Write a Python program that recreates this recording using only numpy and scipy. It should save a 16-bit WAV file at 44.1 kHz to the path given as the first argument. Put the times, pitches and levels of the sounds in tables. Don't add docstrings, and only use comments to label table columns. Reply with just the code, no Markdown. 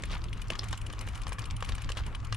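import sys
import numpy as np
from scipy import signal
from scipy.fft import rfft, irfft
from scipy.io import wavfile
from scipy.ndimage import uniform_filter1d

SR = 44100
rng = np.random.default_rng(int(sys.argv[2]) if len(sys.argv) > 2 else 0)


def unload_audio(sound):
    columns = np.transpose(np.atleast_2d(sound))
    steps = np.round(np.clip(columns, -1, 1) * 32767)
    wavfile.write(sys.argv[1], SR, steps.astype(np.int16))


def boost(x):
    u = np.asarray(x, float) / 20
    return 10 ** u


N = 104252
HZ = np.fft.rfftfreq(N, 1 / SR)

# t/s, level/dB
PAWL_TICKS = [(0.0536, -45), (0.1468, -52), (0.2394, -47.5), (0.3307, -48), (0.4175, -41), (0.5032, -39),
              (0.5885, -45), (0.6395, -44), (0.685, -43), (0.7095, -45), (0.7287, -56), (0.7751, -42),
              (0.814, -44), (0.8648, -44.5), (0.927, -44.5), (0.9912, -67), (1.0106, -42.5), (1.068, -49),
              (1.0855, -42.5), (1.1533, -43), (1.1752, -47),
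              (1.2173, -43), (1.279, -44), (1.291, -45), (1.329, -39.5), (1.3912, -37.5), (1.455, -42),
              (1.5096, -49), (1.565, -44), (1.605, -44), (1.6485, -42), (1.6912, -41.5), (1.7505, -41),
              (1.8191, -44.5), (1.8982, -44.5), (1.9709, -42), (2.0639, -42.5), (2.151, -46.5),
              (2.248, -43), (2.345, -43.5)]
# f/Hz, level/dB, t60/s
HUB_MODES = [(2430, -4, .018), (2950, -1, .02), (4050, -10, .012), (5250, -12, .012), (6500, -13, .012),
             (7650, -9, .016), (9570, -3, .026), (11200, -21, .01), (12600, -20, .01), (14400, -19, .014)]

# t/s, level/dB, thump/dB, ring length (0-1)
PLANK_KNOCKS = [(0.036, -32, 8, 1), (0.111, -33, 11, 0.7), (.126, -35.5, 23, 0.2), (0.397, -55, 5, 0.8),
                (0.5030, -27, 20.5, 1), (.521, -31.5, 7, .9), (.553, -30, -17, 0.74),
                (0.5912, -29.5, 12, 0.57), (0.633, -35, 6, 0.6), (0.729, -27.5, -6, 0.74),
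                (0.902, -35, 5, 0.77), (.935, -33, 3, 0.69), (1.075, -31, -7, 0.66),
                (1.268, -27.5, -18, 0.52), (1.321, -28, -19, 0.9), (1.384, -31, -10, 0.94),
                (1.625, -22.5, 1.5, 0.6), (1.684, -41, 2, 0.9), (1.693, -29.5, 1, 1),
                (1.721, -28.5, -24, 0.5), (1.781, -30.5, -18, 0.76), (1.89, -31, -8, 1),
                (1.902, -31, 6, 0.95), (1.97, -32.5, 4, 1), (2.004, -40.5, 23, .8),
                (2.3250, -25.5, -15, 0.8)]
# f/Hz, level/dB, t60/s
PLANK_MODES = [(420, -6.5, 0.005), (527, -23, 0.019), (623, -10.5, 0.044), (1136, 0, 0.034),
               (1160, -5, 0.036), (1680, -2, 0.049), (1830, -4.5, 0.05), (2397, -8.5, 0.045),
               (2950, -0.5, 0.036), (4060, -16, 0.069), (6700, -15.5, .008)]

# t/s, level/dB, f/Hz, brightness per step up/dB
GRIT_SNAPS = [(0.0225, -35, 3220, 2), (0.0365, -23.5, 2580, -4), (.1057, -39, 3140, -5),
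              (.115, -34, 3860, -5), (.1246, -31, 3720, -9), (.1525, -31, 2900, -18),
              (.179, -42.5, 5950, -3), (0.2179, -36.5, 3270, -8), (.2404, -31, 3320, -3),
              (0.2843, -40.5, 3300, -14), (.294, -48, 6900, 2), (0.3290, -30, 2900, -15),
              (.375, -44.5, 6370, -12), (.4725, -42, 2800, -2), (0.482, -37, 5260, -6),
              (0.5025, -17, 2590, -28), (0.5334, -30, 3000, -7.5), (0.5539, -35, 2900, -10),
              (0.5927, -16.5, 4400, -24), (.5975, -44, 4200, -6), (.686, -52, 3250, -10),
              (0.728, -24, 3460, -1.5), (.865, -38, 2940, -22), (0.8999, -33.5, 2510, -2.5),
              (0.9912, -30, 4980, -20), (1.2345, -34.5, 3560, -5), (1.268, -30, 2880, -5.5),
              (1.4194, -34, 4770, -11), (1.441, -33, 3400, -8), (1.5015, -35.5, 3140, -9),
              (1.5092, -26, 2640, 1), (1.6067, -35, 2650, -10), (1.6462, -30.5, 2730, -5),
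              (1.6896, -27, 2580, -5), (1.7215, -30.5, 3300, -9), (1.819, -36, 3000, -25),
              (1.8444, -31.5, 2750, -0.5), (1.8926, -30, 2700, -2), (1.9194, -21, 3100, -4),
              (1.9717, -26, 2800, -19), (1.993, -39, 4530, -4), (2.0362, -34.5, 2670, -9),
              (2.1487, -30, 3020, -17), (2.2012, -39, 2700, -1), (2.2698, -43.5, 5240, -9),
              (2.3050, -53, 4500, -6), (2.3250, -25, 4220, -5.5), (2.336, -44, 4840, -15),
              (2.346, -35, 2720, -15)]
SNAP_T60_S, SNAP_SPREAD = .011, .28

LONGEST_T60_S, SCUFF_S, FUZZ_TOP_DB = .03, .002, -9

# grain sizes, f/Hz, level/dB
GRAIN_SIZES = [(1100, 0), (2700, -1.5), (4500, -9), (7500, -16)]
# t/s, spread/s, extra grains (times the usual rate)
GRIT_SCRAPES = [
    (0.125, 0.031, 13.7),
    (0.641, 0.012, 4.3),
    (0.722, 0.015, 7.1),
    (0.917, 0.0063, 2.4),
    (1.154, 0.026, 8.2),
    (1.43, 0.014, 5.2),
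    (1.66, 0.017, 3.3),
    (1.986, 0.018, 9),
]
GRIT_PER_S, GRIT_DB, GRIT_SCATTER_DB, GRAIN_S = 260, -57.5, 1.3, .0015

# f/Hz, density/dB per Hz
ROLL_SPECTRUM = [(88, -10), (150, 2), (612, -14), (1030, -16.5), (2270, -13.5), (3030, -18.5),
                 (4720, -28.5), (9630, -33.5), (15000, -38)]
# f/Hz, width/Hz, level/dB
ROLL_RESONANCES = [(1122, 420, 11.5), (2900, 640, 2.5)]
# t/s, level/dB
TREAD_LOAD = [
    (0.0, -53),
    (0.31, -54.5),
    (1.86, -54),
    (2.04, -53.5),
    (2.36, -57.5),
]
# t/s, level/dB
LOOSE_BOARDS = [
    (0, 5),
    (.35, 2.5),
    (.95, 0.5),
    (1.3, -0.5),
    (1.7, -1.5),
    (2.36, 3),
]
HOLLOW_TOP_HZ = 620

# f/Hz, density/dB per Hz
RUMBLE_SPECTRUM = [(8.8, -71), (15, -6.5), (38, 2.5), (76, -4), (107, -11), (145, -18.5), (252, -33.5),
                   (300, -21.5), (390, -76), (660, -120)]
# t/s, level/dB
DECK_SHAKE = [(0.0, -45.5), (0.08, -36), (0.68, -43), (0.72, -33), (0.77, -53.5), (0.83, -36.5),
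              (0.87, -42), (1.33, -37), (1.36, -49), (1.56, -33), (1.58, -44.5), (1.74, -33), (1.82, -48.5),
              (1.86, -31.5), (1.97, -43), (2.02, -32), (2.06, -38), (2.36, -41)]
# t/s, level/dB
DECK_NOTE = [(0.0, -49), (0.03, -49.5), (0.29, -42.5), (0.44, -54), (0.48, -38), (0.53, -53), (0.63, -40),
             (1.22, -47), (1.28, -69), (1.41, -34.5), (1.45, -56), (1.54, -41), (2.16, -46), (2.17, -58),
             (2.23, -39), (2.27, -66), (2.32, -34), (2.36, -40.5)]
DECK_HZ, DECK_WIDTH_HZ, DECK_DB, SHAKE_DB = 106.4, 8.7, 1, 2.5

# f/Hz, left minus right/dB
PORT_LEAN = [(30, 3), (150, -.5), (600, 2), (1500, 3.8), (3000, 3), (5000, .5), (12000, .5)]
# f/Hz, left leads/rad
PORT_LEAD = [(300, 0), (1400, -.4), (2000, -.7), (4000, -.5), (7000, -.1), (9500, 1.7), (11000, 3)]
# f/Hz, share (0-1)
PORT_WIDTH = [(30, .44), (120, .32), (1000, .34), (4000, .3), (9000, .7)]
RAIL_ECHO_S, RAIL_DB = 0.013, -10
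MIC_TOP_HZ = 12100


def freewheel():
    ticks = strike(PAWL_TICKS, lambda tick: HUB_MODES, push_s=.001, scatter_db=2.0,
                   detune=.004, fuzz_db=0, fuzz_s=.0045, lead_db=-8)
    return boost(9) * ticks


def planks():
    def modes(knock):
        return [(f, db + knock[2] * (f < 800), t60) for f, db, t60 in PLANK_MODES]

    def ring_length(knock):
        return np.clip(knock[3], .2, 1.2)

    knocks = strike(PLANK_KNOCKS, modes, push_s=.0006, scatter_db=1.5, detune=.03,
                    fuzz_db=0, fuzz_s=.005, lead_db=-26, lasts=ring_length)
    return boost(1) * knocks


def snaps():
    def cluster(snap):
        modes = []
        for k in range(-3, 9):
            f = snap[2] * (1 + SNAP_SPREAD) ** (k / 2)
            db = -7.0 * max(-k, 0) + snap[3] / 2 * max(k - 1, 0)
            modes.append((f, db, SNAP_T60_S / (1 + .25 * abs(k))))
        return modes

    def crumble(snap):
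        return np.clip(1 - (snap[1] + 18) / 14, .9, 2)

    cracks = strike(GRIT_SNAPS, cluster, push_s=.0003, scatter_db=1.0, detune=.03,
                    fuzz_db=-2, fuzz_s=.002, lead_db=-15, lasts=crumble)
    return boost(-1) * cracks


def strike(rows, modes, push_s, scatter_db, detune, fuzz_db, fuzz_s, lead_db, lasts=lambda row: 1):
    out, t = np.zeros((2, N + 2048)), np.arange(2048) / SR
    bins = np.fft.rfftfreq(len(t), 1 / SR)
    s = t - SCUFF_S * 4
    late = np.maximum(s, 0)
    lead = boost(lead_db)
    for row in rows:
        length = lasts(row)
        push = push_s * length
        table = np.array(modes(row), float)
        hz, db, t60 = table.T[:, :, None]
        r = rng.standard_normal((3, len(hz), 1))
        noise = rng.standard_normal((3, len(t)))

        turn = 2 * np.pi * np.clip(hz * (1 + detune * r[1]), 50, .45 * SR) * t
        decay = np.exp(-np.log(1000) * t / np.minimum(t60, LONGEST_T60_S) / length)
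        ring = decay * np.sin([turn, turn + 3 * r[2]])
        rung = rfft(ring) * rfft(noise[0] * late * np.exp(-late / push))
        rung = rung / np.sqrt((np.abs(rung) ** 2).sum(-1, keepdims=True)) * boost(db + scatter_db * r[0])

        edge = np.minimum(bins / table[0, 0], 1) ** 4 * np.minimum(table[-1, 0] / (bins + 1), 1) ** 3
        swell = np.where(s < 0, lead * np.exp(s / SCUFF_S), 1 - (1 - lead) * np.exp(-late / push))
        fuzz = rfft(noise[1:] * swell * np.exp(-late / fuzz_s / length))
        fuzz = fuzz * boost(np.minimum(on_hz(table, bins), FUZZ_TOP_DB)) * edge
        fuzz = fuzz / np.sqrt((np.abs(fuzz) ** 2).sum(-1, keepdims=True))

        blow = irfft(rung.sum(1) * edge + boost(fuzz_db) * fuzz)
        i = int((row[0] - SCUFF_S * 4) * SR)
        out[:, i:i + len(t)] += blow * boost(row[1]) / np.abs(blow[0]).max()
    return out[:, :N]


def grit():
    t = np.arange(N) / SR
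    dense = 1 + sum(more * np.exp(-.5 * ((t - s) / spread) ** 2) for s, spread, more in GRIT_SCRAPES)
    for s, db, *_ in PLANK_KNOCKS:
        dense = dense + 3 * boost(db + 29.5) * (t > s) * np.exp(-np.abs(t - s) / .025)
    hit = rng.random(N) < GRIT_PER_S * dense * boost(4 * walk(25)) / SR
    size_db = np.minimum(GRIT_SCATTER_DB * rng.exponential(size=N), 14)
    pops = hit * boost(size_db)
    kind = rng.integers(0, 4, N)
    out = 0
    for k, (f, db) in enumerate(GRAIN_SIZES):
        puffs = signal.lfilter([1], [1, -np.exp(-1 / (GRAIN_S * SR))], pops * (kind == k))
        puffs = puffs * rng.standard_normal((2, N))
        colour = 1 + (np.log2((HZ + 1) / f) / 0.78) ** 4
        out = out + boost(db) * np.sqrt(dense) ** 0.21 * unit(irfft(rfft(puffs) / colour, N))
    return boost(GRIT_DB) * out


def roll():
    db = on_hz(ROLL_SPECTRUM, HZ)
    for f, width, peak_db in ROLL_RESONANCES:
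        db = db + 20 * np.log10(1 + (boost(peak_db) - 1) / (1 + (2 * (HZ - f) / width) ** 2))
    tread = bands(db, 146.0, count=14, swell_db=1.9 * walk(40.3), flicker_db=2.5, rate=30)
    low = irfft(rfft(tread) / (1 + (HZ / HOLLOW_TOP_HZ) ** 6), N)
    hollow = (boost(on_time(LOOSE_BOARDS)) - 1) * low
    return (tread + hollow) * boost(on_time(TREAD_LOAD) + 4.5)


def rumble():
    low = bands(on_hz(RUMBLE_SPECTRUM, HZ), 14.4, count=9, swell_db=0, flicker_db=1.0, rate=8.37)
    resonance = 1 + (2 * (HZ - DECK_HZ) / DECK_WIDTH_HZ) ** 2
    note = irfft(rfft(rng.standard_normal((2, N))) / resonance, N)
    shaking = steady(low, 0.071) * boost(on_time(DECK_SHAKE) + SHAKE_DB)
    return shaking + steady(note, 0.046) * boost(on_time(DECK_NOTE) + DECK_DB)


def bands(table, lo_hz, count, swell_db, flicker_db, rate):
    out = np.zeros((2, N))
    for k in range(count):
        tent = np.clip(1 - np.abs(2 * np.log2(np.maximum(HZ, 1) / lo_hz) - k), 0, 1) ** .5
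        noise = irfft(rfft(rng.standard_normal((2, N))) * tent * boost(table), N)
        out += noise * boost(swell_db + flicker_db * walk(rate))
    return unit(out)


def steady(x, span_s):
    return x / np.sqrt(uniform_filter1d(x ** 2, int(span_s * SR), axis=-1))


def walk(rate):
    k = int(SR / rate)
    steps = np.repeat(rng.standard_normal(N // k + 1), k)
    return unit(uniform_filter1d(uniform_filter1d(steps, k), k)[:N])


def unit(x):
    return x / np.sqrt(np.mean(x ** 2))


def on_hz(table, hz):
    t = np.array(table, float)
    return np.interp(np.log(np.maximum(hz, 1)), np.log(np.maximum(t[:, 0], 1)), t[:, 1])


def on_time(table):
    return np.interp(np.arange(N) / SR, *np.array(table, float).T)


def rails(hits):
    t = np.arange(4096) / SR
    scatter = unit(rng.standard_normal((2, len(t)))) * np.exp(-t / RAIL_ECHO_S) / np.sqrt(RAIL_ECHO_S * SR)
    return signal.fftconvolve(hits, scatter, axes=1)[:, :N] * boost(RAIL_DB)


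def ports(shared, differing):
    wide = np.clip(on_hz(PORT_WIDTH, HZ), 0, 1)
    tilt = boost(on_hz(PORT_LEAN, HZ) / 2) * np.exp(.5j * on_hz(PORT_LEAD, HZ))
    mid = rfft(shared) * np.sqrt(1 - wide ** 2)
    side = rfft(differing) * wide
    return irfft(np.array([(mid + side) * tilt, (mid - side) / tilt]), N)


def scene():
    hits = freewheel() + planks() + snaps()
    return ports(*(hits + rails(hits) + grit() + roll() + rumble()))


def roll_off(x):
    return signal.sosfilt(signal.butter(12, 16090, fs=SR, output="sos"), x)


def record(dry):
    dull = signal.butter(4, min(MIC_TOP_HZ, .45 * SR), fs=SR, output="sos")
    return roll_off(signal.sosfilt(dull, dry))


dry = scene()
out = record(dry)
unload_audio(out)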